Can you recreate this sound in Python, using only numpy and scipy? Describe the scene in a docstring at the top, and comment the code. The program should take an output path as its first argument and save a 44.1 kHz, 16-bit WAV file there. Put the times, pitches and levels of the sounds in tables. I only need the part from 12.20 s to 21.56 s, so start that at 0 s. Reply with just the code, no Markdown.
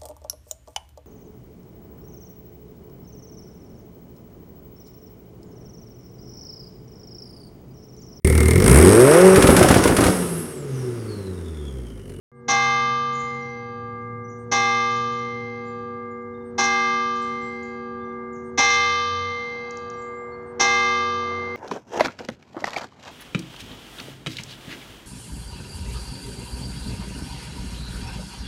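"""Bell tolling in a wooden steeple

Heard from the ground outside, a large bell is struck every two seconds. Each clapper blow clanks and
excites modes that decay freely: split partials beat as they fade, and the three lowest hum on from
blow to blow. The mounting squeaks and the clapper's hinge rattles. Small birds chirp nearby and
traffic drones in the distance. The sound fades in while an earlier stroke is still ringing."""
import sys
import numpy as np
from scipy import signal
from scipy.fft import rfft, irfft, next_fast_len
from scipy.io import wavfile
from scipy.ndimage import uniform_filter1d, map_coordinates

SR = 44100
rng = np.random.default_rng(int(sys.argv[2]) if len(sys.argv) > 2 else 0)


def materialize(psi):
    """Save the field psi as 16-bit PCM at rate SR to the path in sys.argv[1].

    A 1-D psi becomes a single channel; in a 2-D psi each row is a channel.
    """
    bounded = np.clip(np.atleast_2d(psi).T, -1, 1)
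    quanta = np.round(bounded * 32767).astype(np.int16)
    wavfile.write(sys.argv[1], SR, quanta)


N = 412776

# Clapper blows. Each adds to or cancels what still rings in the low modes, so it lists their new levels.
# Each row: time in seconds, strength in dB, treble tilt in dB, clank gain in dB, levels of the first,
# second and third modes in dB, relative amplitude of the second mode's twin.
BLOWS = [(-1.74, -1, -1, 0, -38, -42.5, -37, .2), (.279, .3, -1.1, -.5, -37.3, -46, -33.4, .36),
         (2.313, -.2, -1.5, -1, -35.2, -39.8, -31.2, .24), (4.378, -.8, -1.7, -1, -33.6, -35.5, -34.2, .22),
         (6.374, .7, 2.3, 2, -43, -44.3, -31.3, .72), (8.394, .1, 1.2, 1.5, -37.6, -35.4, -30.3, .1)]


def amp(db):
    """Amplitude ratio of a level in decibels."""
    return 10 ** (np.asarray(db) / 20)


def unit(x):
    """Normalisation to an rms of 1."""
    return x / np.sqrt(np.mean(x ** 2) + 1e-20)


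def along(points, hz):
    """Interpolation of (Hz, value) points on a logarithmic frequency axis."""
    point_hz, values = np.transpose(points)
    return np.interp(np.log(hz + 1), np.log(point_hz + 1), values)


def wobble(rate):
    """Smooth random modulation: a spline through `rate` random values a second."""
    knots = rng.standard_normal(1024)
    coarse = np.linspace(0, N, 2048)
    return np.interp(np.arange(N), coarse, map_coordinates(knots, [coarse * rate / SR]))


def noise(spectrum, size):
    """Spectral shaping: white noise coloured by (Hz, dB) points, at an rms of 1."""
    m = next_fast_len(size)
    gain = amp(along(spectrum, np.fft.rfftfreq(m, 1 / SR)))
    return unit(irfft(rfft(rng.standard_normal(m)) * gain, m)[:size])


def add(track, s, sound):
    """Superposition: a sound joins the track at s seconds, cut to the track's ends."""
    start = round(s * SR)
    part = sound[max(-start, 0):max(N - start, 0)]
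    track[max(start, 0):][:len(part)] += part


def ring(hz, gain, t60, t, block=441):
    """Free vibration: a sum of exponentially damped modes with complex gains."""
    pole = 2j * np.pi * np.asarray(hz) - np.log(1000) / np.asarray(t60)
    block_starts = gain * np.exp(np.outer(t[::block], pole))
    within_block = np.exp(np.outer(pole, t[:block]))
    return (block_starts @ within_block).imag.ravel()[:len(t)]


def echoed(x, decay, wet_db):
    """Reverberation: direct sound plus a diffuse tail that dies according to (Hz, T60) points."""
    hz, t, spectra = signal.stft(rng.standard_normal(SR // 2), SR, nperseg=256)
    tail = signal.istft(spectra * amp(-60 * t / along(decay, hz)[:, None]), SR, nperseg=256)[1]
    response = amp(wet_db) * tail / np.linalg.norm(tail)
    response[0] += 1
    return signal.fftconvolve(x, response / np.linalg.norm(response))


def whistle(length_s, start_hz, middle_hz, end_hz):
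    """Frequency modulation: a sine glides along a parabola through three pitches."""
    progress = np.linspace(0, 1, max(int(length_s * SR), 8))
    hz = np.polyval(np.polyfit([0, .5, 1], [start_hz, middle_hz, end_hz], 2), progress)
    return np.sin(2 * np.pi * np.cumsum(hz) / SR) * np.sin(np.pi * progress)


def traffic():
    """Broadband road noise and faint hiss; a nearing car's tyres grow by the inverse-distance law."""
    # Noise spectra. Each row: frequency in Hz, relative spectral density in dB.
    rumble_spectrum = [(20, -25), (45, -19), (80, -3), (130, 0), (200, -6), (300, -12), (500, -24),
                       (1500, -60)]
    tyre_spectrum = [(100, -10), (300, -3), (550, -3), (900, 0), (1300, -5), (1900, -14), (2600, -29),
                     (5000, -39), (12000, -55)]
    air_spectrum = [(100, 0), (2000, 0), (6000, -1), (8500, -10), (11000, -18), (15000, -24)]
    rumble_db, rumble_db_per_s, far_tyres_db = -48, -.4, -59
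    closest_db, closest_s, closest_m, car_m_per_s = -42.5, 9.8, 12, 12
    t = np.arange(N) / SR
    rumble = amp(rumble_db + rumble_db_per_s * t + 1.2 * wobble(5)) * noise(rumble_spectrum, N)
    distance_m = np.hypot(closest_m, car_m_per_s * (t - closest_s))
    tyre_gain = np.hypot(amp(far_tyres_db), amp(closest_db) * closest_m / distance_m)  # powers add
    tyres = tyre_gain * amp(.7 * wobble(3)) * noise(tyre_spectrum, N)
    return rumble + tyres + amp(-80) * noise(air_spectrum, N)


def engine():
    """Periodic firing: a far engine slows and fades, then a second one idles and pulls twice, raising pitch and
    level together."""
    # The slowing engine. Each row: time in seconds, firing rate in Hz, level in dB.
    slowing = [(0.3, 131.7, -40), (1.25, 130.7, -42), (1.52, 113.2, -42), (2.11, 110.6, -41),
               (2.62, 115.9, -40), (2.93, 122.2, -40), (4.04, 99.7, -52), (4.5, 89.3, -49),
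               (4.6, 85.9, -58)]
    # Spells of effort. Each row: start, end and rise time in seconds, level over idle in dB.
    pulls = [(5.9, 7.1, 1, 21), (8.2, 9.4, .4, 16.5)]
    idle_hz, idle_db, settle_s = 83, -60.5, .3
    pull_hz, release_s = 8.5, .16
    t = np.arange(N) / SR
    times, rates, levels = np.transpose(slowing)
    hz, db = np.interp(t, times, rates), np.interp(t, times, levels)
    idling = np.clip((t - times[-1]) / settle_s, 0, 1)
    hz, db = hz + idling * (idle_hz - hz), db + idling * (idle_db - db)
    for start, end, rise_s, pull_db in pulls:
        effort = np.clip((t - start) / rise_s, 0, 1) * np.clip(1 - (t - end) / release_s, 0, 1)
        hz, db = hz + pull_hz * effort, db + pull_db * effort
    phase = 2 * np.pi * np.cumsum(hz * (1 + .012 * wobble(14))) / SR
    return amp(db + 1.5 * wobble(11)) * unit(np.sin(phase) + amp(-22) * np.sin(2 * phase))


def bird_note(shape, hz):
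    """A pure-tone glide about a middle pitch."""
    # Named pitch contours. Each row: length in seconds, start and end pitch as ratios to the middle.
    contours = {"rise": (.015, .85, 1.11), "fall": (.019, 1.09, .81), "scoop": (.017, 1.3, 1.25),
                "peep": (.028, 1.03, 1.02), "thin": (.07, .99, 1.04), "tick": (.004, 1.24, .76)}
    length_s, start, end = contours[shape]
    return whistle(length_s, start * hz, hz, end * hz)


def birds():
    """Scattering by trees and walls adds a tail to thin notes, fast falling ticks and far peeps."""
    # The nearest birds. Each row: start in seconds, contour name, middle pitch in Hz, level in dB.
    near_notes = [(.927, "rise", 6700, -46), (.947, "fall", 6700, -40), (.978, "rise", 6700, -42),
                  (.996, "fall", 6800, -40), (1.045, "thin", 4950, -53), (1.14, "peep", 6750, -54),
                  (1.214, "peep", 5750, -50), (1.29, "peep", 5900, -52), (1.37, "peep", 6000, -54),
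                  (2.04, "peep", 5900, -53), (2.077, "peep", 5900, -53), (2.095, "fall", 6600, -52),
                  (2.71, "fall", 6600, -45), (2.76, "fall", 6700, -45), (2.92, "peep", 6750, -51),
                  (2.985, "peep", 5750, -49), (3.44, "thin", 7150, -60), (4.14, "peep", 3620, -58),
                  (4.956, "scoop", 6300, -46), (5.018, "scoop", 7200, -48), (5.21, "thin", 7600, -55),
                  (5.425, "rise", 6900, -49), (5.78, "thin", 3520, -58), (6.125, "fall", 6900, -54),
                  (6.15, "fall", 6400, -52), (7.508, "tick", 6200, -35), (7.571, "tick", 6200, -35),
                  (7.7, "tick", 6200, -38), (7.73, "peep", 5720, -53), (7.757, "thin", 7400, -56),
                  (7.815, "rise", 7100, -48), (7.94, "thin", 7350, -57), (8.115, "peep", 4350, -54)]
    far_hz, far_spread, far_db = 6300, .15, -68
    notes, ticks = np.zeros(N), np.zeros(N)
    for s, shape, hz, db in near_notes:
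        add(ticks if shape == "tick" else notes, s, amp(db) * bird_note(shape, hz))
    far_peeps = rng.uniform(-1, 1, size=(18, 3))
    for k, (delay, pitch, loudness) in enumerate(far_peeps):
        s = (k + .5 + delay / 2) / len(far_peeps) * N / SR
        add(notes, s, amp(far_db + 4 * loudness) * bird_note("peep", far_hz * (1 + far_spread * pitch)))
    return (echoed(notes, [(6000, .55)], wet_db=1) + echoed(ticks, [(6000, .5)], wet_db=-9))[:N]


def bearing():
    """A nearly pure tone: the bell's mounting squeaks just before every blow."""
    out = np.zeros(N)
    for s, *_ in BLOWS:
        add(out, s - .14, amp(-66) * whistle(.08, 8520, 8500, 8470))
    return out


def rattles():
    """Impact noise: the clapper's loose iron hinge gives short bright bursts after some blows."""
    # Hinge impacts. Each row: start in seconds, level in dB.
    impacts = [(.297, -17), (.42, -32), (4.437, -24), (6.435, -25), (6.502, -23), (6.533, -28),
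               (8.408, -16)]
    # Their spectrum. Each row: frequency in Hz, relative spectral density in dB.
    hinge_spectrum = [(1500, -30), (4900, -16), (5800, 0), (6500, -5), (7100, -26), (12000, -52)]
    attack_s, t60 = .004, .16
    out, t = np.zeros(N), np.arange(SR // 4) / SR
    for s, db in impacts:
        add(out, s, amp(db - 60 * t / t60) * (1 - np.exp(-t / attack_s)) * noise(hinge_spectrum, len(t)))
    return out


def hum():
    """Light damping lets the lowest modes outlast the pause between blows; moving air makes them waver."""
    # The three lowest modes. Each row: frequency in Hz, T60 in seconds, early excess level in dB.
    low_modes = [(235.8, 40, 2), (374.2, 60, .5), (480.9, 24, .8)]
    beat_hz, first_dip_s = .38, .82  # the second mode interferes with its twin
    settle_s, takeover_s = .22, .07  # the excess dies away; a blow sets the new levels
    t = np.arange(N) / SR
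    blow_s, _, _, _, *levels, twin_share = np.transpose(BLOWS)
    latest = np.searchsorted(blow_s, t) - 1
    age = t - blow_s[latest]
    beat = np.abs(1 - twin_share[latest] * np.exp(2j * np.pi * beat_hz * (age - first_dip_s)))
    out = np.zeros(N)
    for (hz, t60, excess_db), db, swing in zip(low_modes, levels, [1, beat, 1]):
        level_db = db[latest] + excess_db * np.exp(-age / settle_s) - 60 * age / t60 + .35 * wobble(7)
        envelope = uniform_filter1d(swing * amp(level_db), round(takeover_s * SR))
        out += envelope * np.sin(2 * np.pi * (hz * t + rng.random()))
    return out


def excite(hz, db, treble_db, scatter_db):
    """Impact excitation: mode gains of random phase, where a harder contact favours the treble."""
    tilt = np.tanh(2 * np.log2(hz / 1420))
    magnitude = amp(db + treble_db * tilt + scatter_db * rng.standard_normal(len(hz)))
    return magnitude * np.exp(2j * np.pi * rng.random(len(hz)))


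def strokes():
    """Modal vibration: each blow clanks and rings the bronze; slight asymmetry makes mode pairs beat."""
    # Strong split partials. Each row: frequency in Hz, level in dB, T60 in seconds, beat rate in Hz,
    # relative amplitude of the twin, time of a beat minimum in seconds.
    partials = [(798.6, -23.5, 2.93, .44, .62, .62), (1185.2, -19.3, 4.72, .9, .6, 1.03),
                (1621, -28.7, 4.2, .6, .54, .85), (2092.8, -21.8, 3.58, 1.32, .6, 1.31),
                (2588.7, -34.3, 2.75, .73, .55, .87), (3098, -32, 2.35, .96, .5, 1.04),
                (3614.5, -34.3, 2.26, .79, .85, 1.03), (4131.9, -31.5, 2, .36, .15, 1.9),
                (4646.6, -41.5, 3.1, 1.1, .55, .85), (5157.8, -34, 1.7, 1.6, .2, .14)]
    # Weaker modes. Each row: frequency in Hz, level in dB, T60 in seconds.
    overtones = [(687, -44, 2.3), (804, -36, 1), (1043, -40, 3.6), (1074, -36, 3), (1115, -31.5, 1.5),
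                 (1368, -46, 2.8), (1570, -35, 2.2), (1602, -47, 3.5), (1740, -43, 1.7), (1870, -48, 3.3),
                 (1944, -35, .8), (2327, -44, 1.7), (2481, -42, 1.8), (2676, -47, 2.8), (2909, -45, 1.8),
                 (3017, -39, 2.1), (3207, -48, 4), (3481, -38, 1.9), (3493, -42, 1.9), (3818, -42, 1.6),
                 (3855, -43, 1.6), (3909, -43, 3), (4068, -46, 3.3), (4613, -44, 3.1), (4701, -45, 2.3),
                 (5409, -41, 1.8), (5664, -35, 1.6), (6101, -41, 2.2), (6167, -43, 2.3), (6219, -40, 1.9)]
    # Strength of the faint, crowded high modes. Each row: frequency in Hz, level per mode in dB.
    shimmer_levels = [(2400, -53), (4000, -53), (5000, -54), (5700, -45), (6300, -47), (6900, -61),
                      (7800, -61), (8600, -71), (9300, -80), (11000, -84)]
    # Decay of those modes and of the steeple's reverberation. Each row: frequency in Hz, T60 in seconds.
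    shimmer_decay = [(2400, 1.8), (5000, 1.5), (6000, 1.55), (8000, 1.3), (11000, 1)]
    steeple_decay = [(200, .5), (1000, .5), (6000, .42), (14000, .3)]
    # Metal-on-metal contact. Each row: frequency in Hz, relative spectral density in dB.
    clank_spectrum = [(60, -20), (170, -11), (300, -2), (480, -12), (800, 1), (1100, -2), (1400, -13),
                      (2800, -15), (4000, -9), (4900, -11), (5900, 2), (6600, -4), (7100, -22), (8000, -26),
                      (9300, -38), (12000, -44), (15000, -47)]
    treble_hz = 2400
    out, t = np.zeros(N), np.arange(5 * SR // 2) / SR
    hz, level, t60, beat_hz, twin_share, dip_s = np.transpose(partials)
    shimmer_hz = np.concatenate([np.linspace(2400, 7000, num=70), np.linspace(5500, 11000, num=70)])
    shimmer_hz += rng.uniform(-30, 30, size=140)
    shimmer = [shimmer_hz, along(shimmer_levels, shimmer_hz), along(shimmer_decay, shimmer_hz)]
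    weak_hz, weak_level, weak_t60 = np.hstack([np.transpose(overtones), shimmer])
    swell = (1 - np.exp(-t / .005)) ** 2  # sound builds up in the belfry before it leaves the louvres
    lasting = swell * np.clip((t[-1] - t) / .3, 0, 1)
    sinking = swell * np.clip((2 - t) / .7, 0, 1) ** 2  # high and weak modes are gone in two seconds
    clank_decay = amp(-16.5 - 60 * t / .25) + amp(-44 - 60 * t / 1.1)
    clank_envelope = ((1 - np.exp(-t / .006)) ** 2 * clank_decay)[:SR]
    for s, db, treble_db, clank_db, *_ in BLOWS:
        gain = excite(hz, level, treble_db, scatter_db=.5)
        antiphase_s = dip_s + .03 * rng.standard_normal(len(hz))  # varies a little from blow to blow
        twin = -gain * twin_share * np.exp(-2j * np.pi * beat_hz * antiphase_s)
        tone = sum(envelope * (ring(hz, gain * band, t60, t) + ring(hz + beat_hz, twin * band, t60, t))
                   for band, envelope in [(hz < treble_hz, lasting), (hz >= treble_hz, sinking)])
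        weak_gain = excite(weak_hz, weak_level, treble_db, scatter_db=1.5)
        jangle = sinking * ring(weak_hz, weak_gain, weak_t60, t)
        add(out, s, amp(db) * echoed(tone, steeple_decay, wet_db=-21))
        add(out, s, amp(db) * echoed(jangle, steeple_decay, wet_db=-9))
        add(out, s, amp(clank_db) * clank_envelope * noise(clank_spectrum, SR))
    return out


def scene():
    """Superposition of bell, birds and street at one listening point."""
    return (strokes() + hum() + rattles() + bearing() + birds() + engine() + traffic())[None]


def record(dry):
    """Gating and band limiting: a short fade-in out of silence, then a sharp low-pass filter."""
    opens_s, cutoff_hz = .117, 15100
    t = np.arange(N) / SR
    fade = (t > opens_s) * np.clip(.17 + (t - opens_s) / .27, 0, 1)
    m = next_fast_len(N + SR // 2)
    passband = np.fft.rfftfreq(m, 1 / SR) < cutoff_hz
    return irfft(rfft(dry * fade, m) * passband, m)[..., :N]


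dry = scene()
out = record(dry)
materialize(out)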